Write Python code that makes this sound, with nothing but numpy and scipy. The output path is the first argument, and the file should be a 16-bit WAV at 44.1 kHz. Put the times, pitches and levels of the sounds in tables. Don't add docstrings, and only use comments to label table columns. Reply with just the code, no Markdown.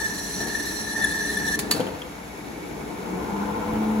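import sys
import numpy as np
from scipy import signal
from scipy.fft import rfft, irfft, next_fast_len
from scipy.io import wavfile
from scipy.ndimage import uniform_filter1d, map_coordinates

SR = 44100
rng = np.random.default_rng(int(sys.argv[2]) if len(sys.argv) > 2 else 0)


def generate_wav(sig):
    pcm = np.round(np.clip(np.atleast_2d(sig).T, -1, 1) * 32767).astype(np.int16)
    wavfile.write(sys.argv[1], SR, pcm)


N = 176400
T = np.arange(N) / SR
CUT_END_S, CUT_T60_S, REVERSE_S = 1.556, 0.032, 1.905
TOOTH_SPREAD_DB = 1.5

# t/s, level/dB
CHATTER = [(0, -26.5), (.1, -35), (.2, -41.5), (.33, -43), (.46, -34), (.62, -34.5), (.83, -40),
           (.88, -35.5), (1.0, -29), (1.2, -30.5), (1.33, -33.5), (1.5, -30)]
# t/s, rumble level/dB, gear rattle level/dB
DRIVE_LOAD = [(0, -41, -39.5), (.36, -39.5, -43), (.41, -34.5, -33.5), (.52, -36.5, -41), (.83, -41, -41),
              (1.05, -37.5, -36.5), (1.2, -37.5, -41.5), (1.42, -35.5, -37), (1.72, -35, -39.5),
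              (1.82, -32.5, -33), (2.0, -40.5, -39.5), (2.25, -43.5, -41.5), (2.65, -36.5, -42),
              (3.0, -34.5, -39), (3.17, -31, -37), (3.55, -35.5, -34), (3.72, -32, -33), (4, -33.5, -33)]
# t/s, level/dB, T60/s
CLACKS = [(1.59, -19, 0.078), (1.7095, -16, 0.09), (1.7128, -14, .017)]
# t/s, f/Hz, level/dB
RETURN_MESH = [(2.8, 160, -60), (3.05, 178, -45), (3.17, 184, -31), (3.23, 192, -46), (3.34, 199, -32),
               (3.45, 203, -30.5), (3.56, 210, -38), (3.69, 215, -35), (3.77, 216, -27), (3.88, 217, -25),
               (4, 216, -22.5)]


def amp(db):
    return 10 ** (np.asarray(db) / 20)


def unit(x):
    return x / np.sqrt(np.mean(x ** 2) + 1e-20)


def along(points, hz):
    f, values = np.transpose(points)
    return np.interp(np.log(hz + 1), np.log(f + 1), values)


def curves(rows):
    times, *columns = np.transpose(rows)
    return [np.interp(T, times, column) for column in columns]


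def wobble(rate):
    return map_coordinates(rng.standard_normal(int(N * rate / SR) + 4), [T * rate])


def filtered(x, response):
    size = next_fast_len(N + 8192)
    return irfft(rfft(x, size) * response(np.fft.rfftfreq(size, 1 / SR)), size)[..., :N]


def spread(pair, response):
    # f/Hz, correlation
    coherence = [(60, 0.94), (200, 0.81), (350, 0.58), (600, 0.18), (1500, 0.0099), (3000, 0.081),
                 (4200, 0.62), (6300, 0.17), (7500, 1), (9000, 1), (15000, 1)]

    def blend(hz):
        angle = np.arccos(np.clip(along(coherence, hz), -1, 1)) / 2
        return response(hz) * np.array([np.cos(angle), np.sin(angle)])
    mid, side = filtered(pair, blend)
    return np.array([mid + side, mid - side])


def noise(spectrum, grain=1):
    return unit(spread(grain * rng.standard_normal((2, N)), lambda hz: amp(along(spectrum, hz))))


def resonate(modes, grain=1, order=2):
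    def response(f):
        return sum(amp(db) * (1j * f * width / (centre ** 2 - f ** 2 + 1j * f * width)) ** order
                   for centre, width, db in modes)
    return unit(spread(grain * rng.standard_normal((2, N)), response))


def tone(hz, db, drift_hz, flutter_db, rate=14):
    phase = 2 * np.pi * (np.cumsum(hz + drift_hz * wobble(rate)) / SR + rng.random())
    return np.sqrt(2) * amp(db + flutter_db * wobble(rate)) * np.sin(phase)


def decay(start, t60):
    return amp(-60 * np.clip((T - start) / t60, 0, 2))


def strike(start, t60, attack_s=0.00067):
    return (1 - np.exp(-np.maximum(T - start, 0) / attack_s)) * decay(start, t60)


def blows(rows, spectrum):
    return noise(spectrum) * sum(amp(db) * strike(start, t60) for start, db, t60 in rows)


def room(x, wet_db):
    # f/Hz, T60/s
    reverb_times = [(200, 1), (2000, 1), (6000, 0.5), (14000, 0.22)]
    hz, t, spectra = signal.stft(rng.standard_normal((2, SR // 2)), SR, nperseg=256)
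    absorption = amp(-60 * t / along(reverb_times, hz)[:, None])
    tail = signal.istft(spectra * absorption, SR, nperseg=256)[1]
    echo = signal.fftconvolve(np.atleast_2d(x), tail / np.linalg.norm(tail[0]), axes=1)[:, :N]
    return x + amp(wet_db) * spread(echo, np.ones_like)


def waver(x, depth=0.006):
    positions = np.arange(N) + depth * np.cumsum(wobble(12))
    return np.array([map_coordinates(side, [positions], order=5, mode="mirror") for side in x])


def patchy(x, depth_db):
    spectra = signal.stft(x, nperseg=512)[2]
    field = uniform_filter1d(rng.standard_normal(spectra.shape[1:]), size=4, axis=0)
    field = unit(uniform_filter1d(field, size=7, axis=1))
    return unit(signal.istft(spectra * amp(depth_db * field), nperseg=512)[1][:, :N])


def scrape():
    # f/Hz, level/dB
    chip_spectrum = [(300, 0), (1300, -9), (2800, -6.5), (4800, -2), (6500, -5), (9500, 0), (11900, -8.5),
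                     (13200, -8), (15600, -13)]
    # f/Hz, bandwidth/Hz, level/dB
    tool_modes = [(3865, 86, -1.5), (4102, 170, 5.5), (4262, 83, 5.5), (5670, 180, 5), (5850, 26, 11.5),
                  (6043, 270, 5.5), (7070, 300, -3.5), (7710, 480, -1.5), (10140, 330, 1),
                  (10590, 360, -1.5), (11770, 470, -5.5)]
    # f/Hz, bandwidth/Hz, level/dB
    shank_modes = [(877, 94, -9.5), (1709, 92, 4), (1791.6, 120, 5), (3547, 154, -13.5)]
    # t/s, gain/dB
    bite = [(0, 0.5), (.8, 0.5), (1.0, 0), (1.44, 0.5), (1.5, 3), (1.55, 6)]
    bite_db, = curves(bite)
    chatter_db, = curves(CHATTER)
    cracks = amp(0.5 * wobble(1800) + 1.5 * wobble(69.73))
    hiss = amp(-39.5) * patchy(noise(chip_spectrum, cracks), depth_db=2.7)
    ring = amp(-36.5) * patchy(waver(resonate(tool_modes, cracks)), depth_db=2.5)
    chatter = amp(chatter_db + 0.37 * wobble(61)) * resonate(shank_modes, cracks, order=3)
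    return room((amp(bite_db) * (hiss + ring) + chatter) * decay(CUT_END_S, CUT_T60_S), wet_db=-11)


def squeals():
    # t/s, level/dB, half length/s
    surges = [(.408, -27, .0047), (.554, -23.5, .0055), (.878, -30, .009), (.968, -29, .007),
              (1.024, -23.5, .0078), (1.047, -18, .0089), (1.122, -26, .013), (1.255, -28, .01),
              (1.302, -24.5, .009), (1.375, -22, .0065), (1.487, -25.5, .012), (1.546, -25, .008)]
    overtones_db = [-8.5, -26, -15, -14, -8, -22]
    squeal_hz, full_db, sustain_db = 1775, -17, -6.5
    overtone_growth, jitter_rad = 1.9, 0.15
    chatter_db, = curves(CHATTER)
    steady = amp(chatter_db + sustain_db + 0.41 * wobble(54.2)) * decay(CUT_END_S, CUT_T60_S)
    peaks = sum(amp(db) * np.exp(-((T - centre) / half) ** 2) for centre, db, half in surges)
    swing = np.hypot(steady, peaks) / amp(full_db)
    phase = 2 * np.pi * np.cumsum(squeal_hz + 22 * wobble(160)) / SR
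    overtones = sum(amp(db) * np.sin(k * phase + jitter_rad * k * wobble(600))
                    for k, db in enumerate(overtones_db, start=2))
    vibration = swing * np.sin(phase) + swing ** overtone_growth * overtones
    return room(np.sqrt(2) * amp(full_db) * vibration, wet_db=-13)


def drive():
    # f/Hz, level/dB
    rumble_spectrum = [(25, -35), (45, -19), (85, -19), (115, -14), (160, 2), (192, 2.5), (225, 4.5),
                       (258, -4), (295, 6), (350, 2.5), (400, 0.5), (455, 3.5), (560, -9), (900, -11.5),
                       (2500, -40.5)]
    # f/Hz, bandwidth/Hz, level/dB
    bed_modes = [(193, 6.3, -4.5), (229.7, 7, -4), (294.2, 15.7, 5.5), (333, 21, -3.5)]
    # f/Hz, level/dB
    gear_spectrum = [(250, 6.5), (480, -8.5), (600, 3), (700, 7), (790, 4.5), (885, 7), (1030, -1.5),
                     (1200, -1.5), (1450, -2.5), (1800, -9), (2600, -11), (5000, -25.5)]
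    # f/Hz, level/dB
    motor_tones = [(49.5, -54), (62.3, -53)]
    # f/Hz, level/dB
    air_spectrum = [(40, 0), (400, -6), (1500, -3), (2000, -2.5), (2550, -5.5), (3100, -12), (3600, -7.5),
                    (4600, -12.5), (6400, -10.5), (8500, -15), (12500, -14), (13500, -21), (15700, -32)]
    rumble_db, rattle_db = curves(DRIVE_LOAD)
    rumble_gain = amp(rumble_db + 0.65 * wobble(30.83))
    rumble = rumble_gain * (noise(rumble_spectrum) + amp(-7.5) * resonate(bed_modes))
    rattle = amp(rattle_db + 1.02 * wobble(45)) * noise(gear_spectrum, amp(TOOTH_SPREAD_DB * wobble(350)))
    hum = sum(tone(hz, db, drift_hz=0.61, flutter_db=3) for hz, db in motor_tones)
    hum *= amp(0.25 * (rumble_db - rumble_db.mean()))
    air = amp(-44 + 0.43 * wobble(25.22)) * noise(air_spectrum)
    return rumble + rattle + hum + air


def cutting_gears():
    # f/Hz, level/dB relative to the rumble
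    gear_tones = [(191, -8), (218, -8.5), (281, -9.5), (413, -7.5)]
    load_db, _ = curves(DRIVE_LOAD)
    tones = sum(tone(hz, load_db + db, drift_hz=1.2, flutter_db=1.5) for hz, db in gear_tones)
    return tones * decay(REVERSE_S, t60=0.62)


def holder_clacks():
    # t/s, level/dB, T60/s
    rattles = [(1.738, -39, .12), (1.762, -36, .11), (1.801, -33.5, .07), (1.866, -41, .07)]
    # f/Hz, level/dB
    clack_spectrum = [(300, 0), (1500, 5.5), (2400, 5.5), (3000, 4.5), (3500, 2), (4300, 11), (5200, 1.5),
                      (7000, 5), (9000, 7.5), (12000, 4.5), (14000, -1)]
    return room(blows(CLACKS + rattles, clack_spectrum), wet_db=-9)


def drive_knocks():
    # t/s, level/dB, T60/s
    knocks = [(1.633, -29, .1), (1.746, -28, .14), (1.765, -27.5, .12), (1.7945, -19, .025),
              (1.802, -19, .035), (3.451, -27, .03)]
    # f/Hz, level/dB
    knock_spectrum = [(50, -20), (150, -5), (300, 4), (380, -2), (495, 7), (620, -4), (850, -2),
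                      (1100, -11), (1500, -10), (2100, -21), (3200, -25), (8000, -44), (15000, -60)]
    ring_envelope = sum(amp(db) * strike(start, t60=0.055) for start, db, _ in knocks)
    housing = tone(hz=505, db=-3, drift_hz=10.24, flutter_db=10.5) * ring_envelope
    return room(blows(knocks, knock_spectrum) + housing, wet_db=-10)


def holder_ring():
    # f/Hz, relative level/dB, T60/s
    holder_modes = [(1190, -25, .09), (1765, -23, .12), (2990, -23, .07), (4441, -15.5, .115),
                    (4500, -13.5, .115), (6939, -21, .07), (12660, -17, .05)]
    hardest_s, _, _ = max(CLACKS, key=lambda row: row[1])
    return sum(tone(hz, db - 8, drift_hz=15, flutter_db=1, rate=150) * strike(hardest_s, t60)
               for hz, db, t60 in holder_modes)


def linkage_ticks():
    # t/s, level/dB, T60/s
    ticks = [(1.806, -29, .05), (1.867, -32, .05), (2.018, -27, .035)]
    # f/Hz, level/dB
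    tick_spectrum = [(400, -17), (1400, 3), (2200, -9), (3000, 3), (3200, 10), (3400, 4), (3700, -20),
                     (4200, -12), (8000, -20), (15000, -28)]
    return room(blows(ticks, tick_spectrum), wet_db=-12)


def bearing_whirr():
    centre_hz, bandwidth_hz, shaft_hz = 2235, 165, 12.2
    onset = 1 - decay(REVERSE_S, t60=1)
    turn = np.sin(2 * np.pi * shaft_hz * T)
    return onset * amp(-51 + 3.2 * turn) * resonate([(centre_hz, bandwidth_hz, 0)])


def return_gears():
    # frequency ratio, relative level/dB
    partials = [(1, 0), (1.5, -16), (2, -17), (3.9, -19)]
    # t/s, f/Hz, level/dB
    whine_track = [(3.42, 484, -60), (3.52, 489, -42), (3.62, 491, -37.5), (3.72, 492, -42),
                   (3.82, 494, -46), (4, 496, -42)]
    mesh_hz, mesh_db = curves(RETURN_MESH)
    mesh = sum(tone(k * mesh_hz, mesh_db + db, drift_hz=1.2 * k, flutter_db=0.7, rate=30)
               for k, db in partials)
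    whine = tone(*curves(whine_track), drift_hz=1, flutter_db=1.5)
    return (mesh + whine) * (T > REVERSE_S)


def gearbox_casing():
    # t/s, level/dB
    swell = [(2.6, -52), (3.0, -45), (3.25, -37), (3.36, -34), (3.52, -32), (3.62, -32.5), (3.75, -37),
             (4, -38)]
    # f/Hz, bandwidth/Hz, level/dB
    casing_modes = [(440, 14, -3), (492, 12, -1), (845, 30, -2), (890, 45, 0), (1015, 70, -3),
                    (1400, 220, -13)]
    teeth, pulse_db = 14, 2
    swell_db, = curves(swell)
    mesh_hz, _ = curves(RETURN_MESH)
    turn = np.sin(2 * np.pi * np.cumsum(mesh_hz / teeth) / SR)
    return amp(swell_db + pulse_db * turn) * resonate(casing_modes, amp(TOOTH_SPREAD_DB * wobble(350)))


def scene():
    cut = scrape() + squeals()
    machinery = drive() + cutting_gears() + return_gears() + gearbox_casing() + bearing_whirr()
    ring = holder_ring()
    impacts = drive_knocks() + holder_clacks() + room(ring, wet_db=-19) + linkage_ticks()
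    return cut + machinery + impacts


def record(dry):
    # f/Hz, level difference/dB
    balance = [(50, 1), (300, 2), (900, 3.5), (1800, 1.5), (2800, 1), (4500, -2.5), (6000, -5),
               (7500, -0.5), (15000, 0.5)]
    # f/Hz, phase/rad
    lead = [(0, 0), (2200, 0), (3500, 1), (5300, 1.6), (6500, 0), (8650, -3.14), (11000, -6.28),
            (13350, -9.42), (15500, -12.57)]
    low_cut_hz, top_hz = 50, 15800
    sides = np.array([[0.5], [-0.5]])

    def response(hz):
        gain = amp(sides * along(balance, hz))
        phase = sides * np.interp(hz, *np.transpose(lead))
        low_cut = 1 / np.sqrt(1 + (low_cut_hz / (hz + 1)) ** 10)
        return gain * np.exp(1j * phase) * low_cut * (hz < top_hz)
    return filtered(dry, response)


dry = scene()
out = record(dry)
generate_wav(out)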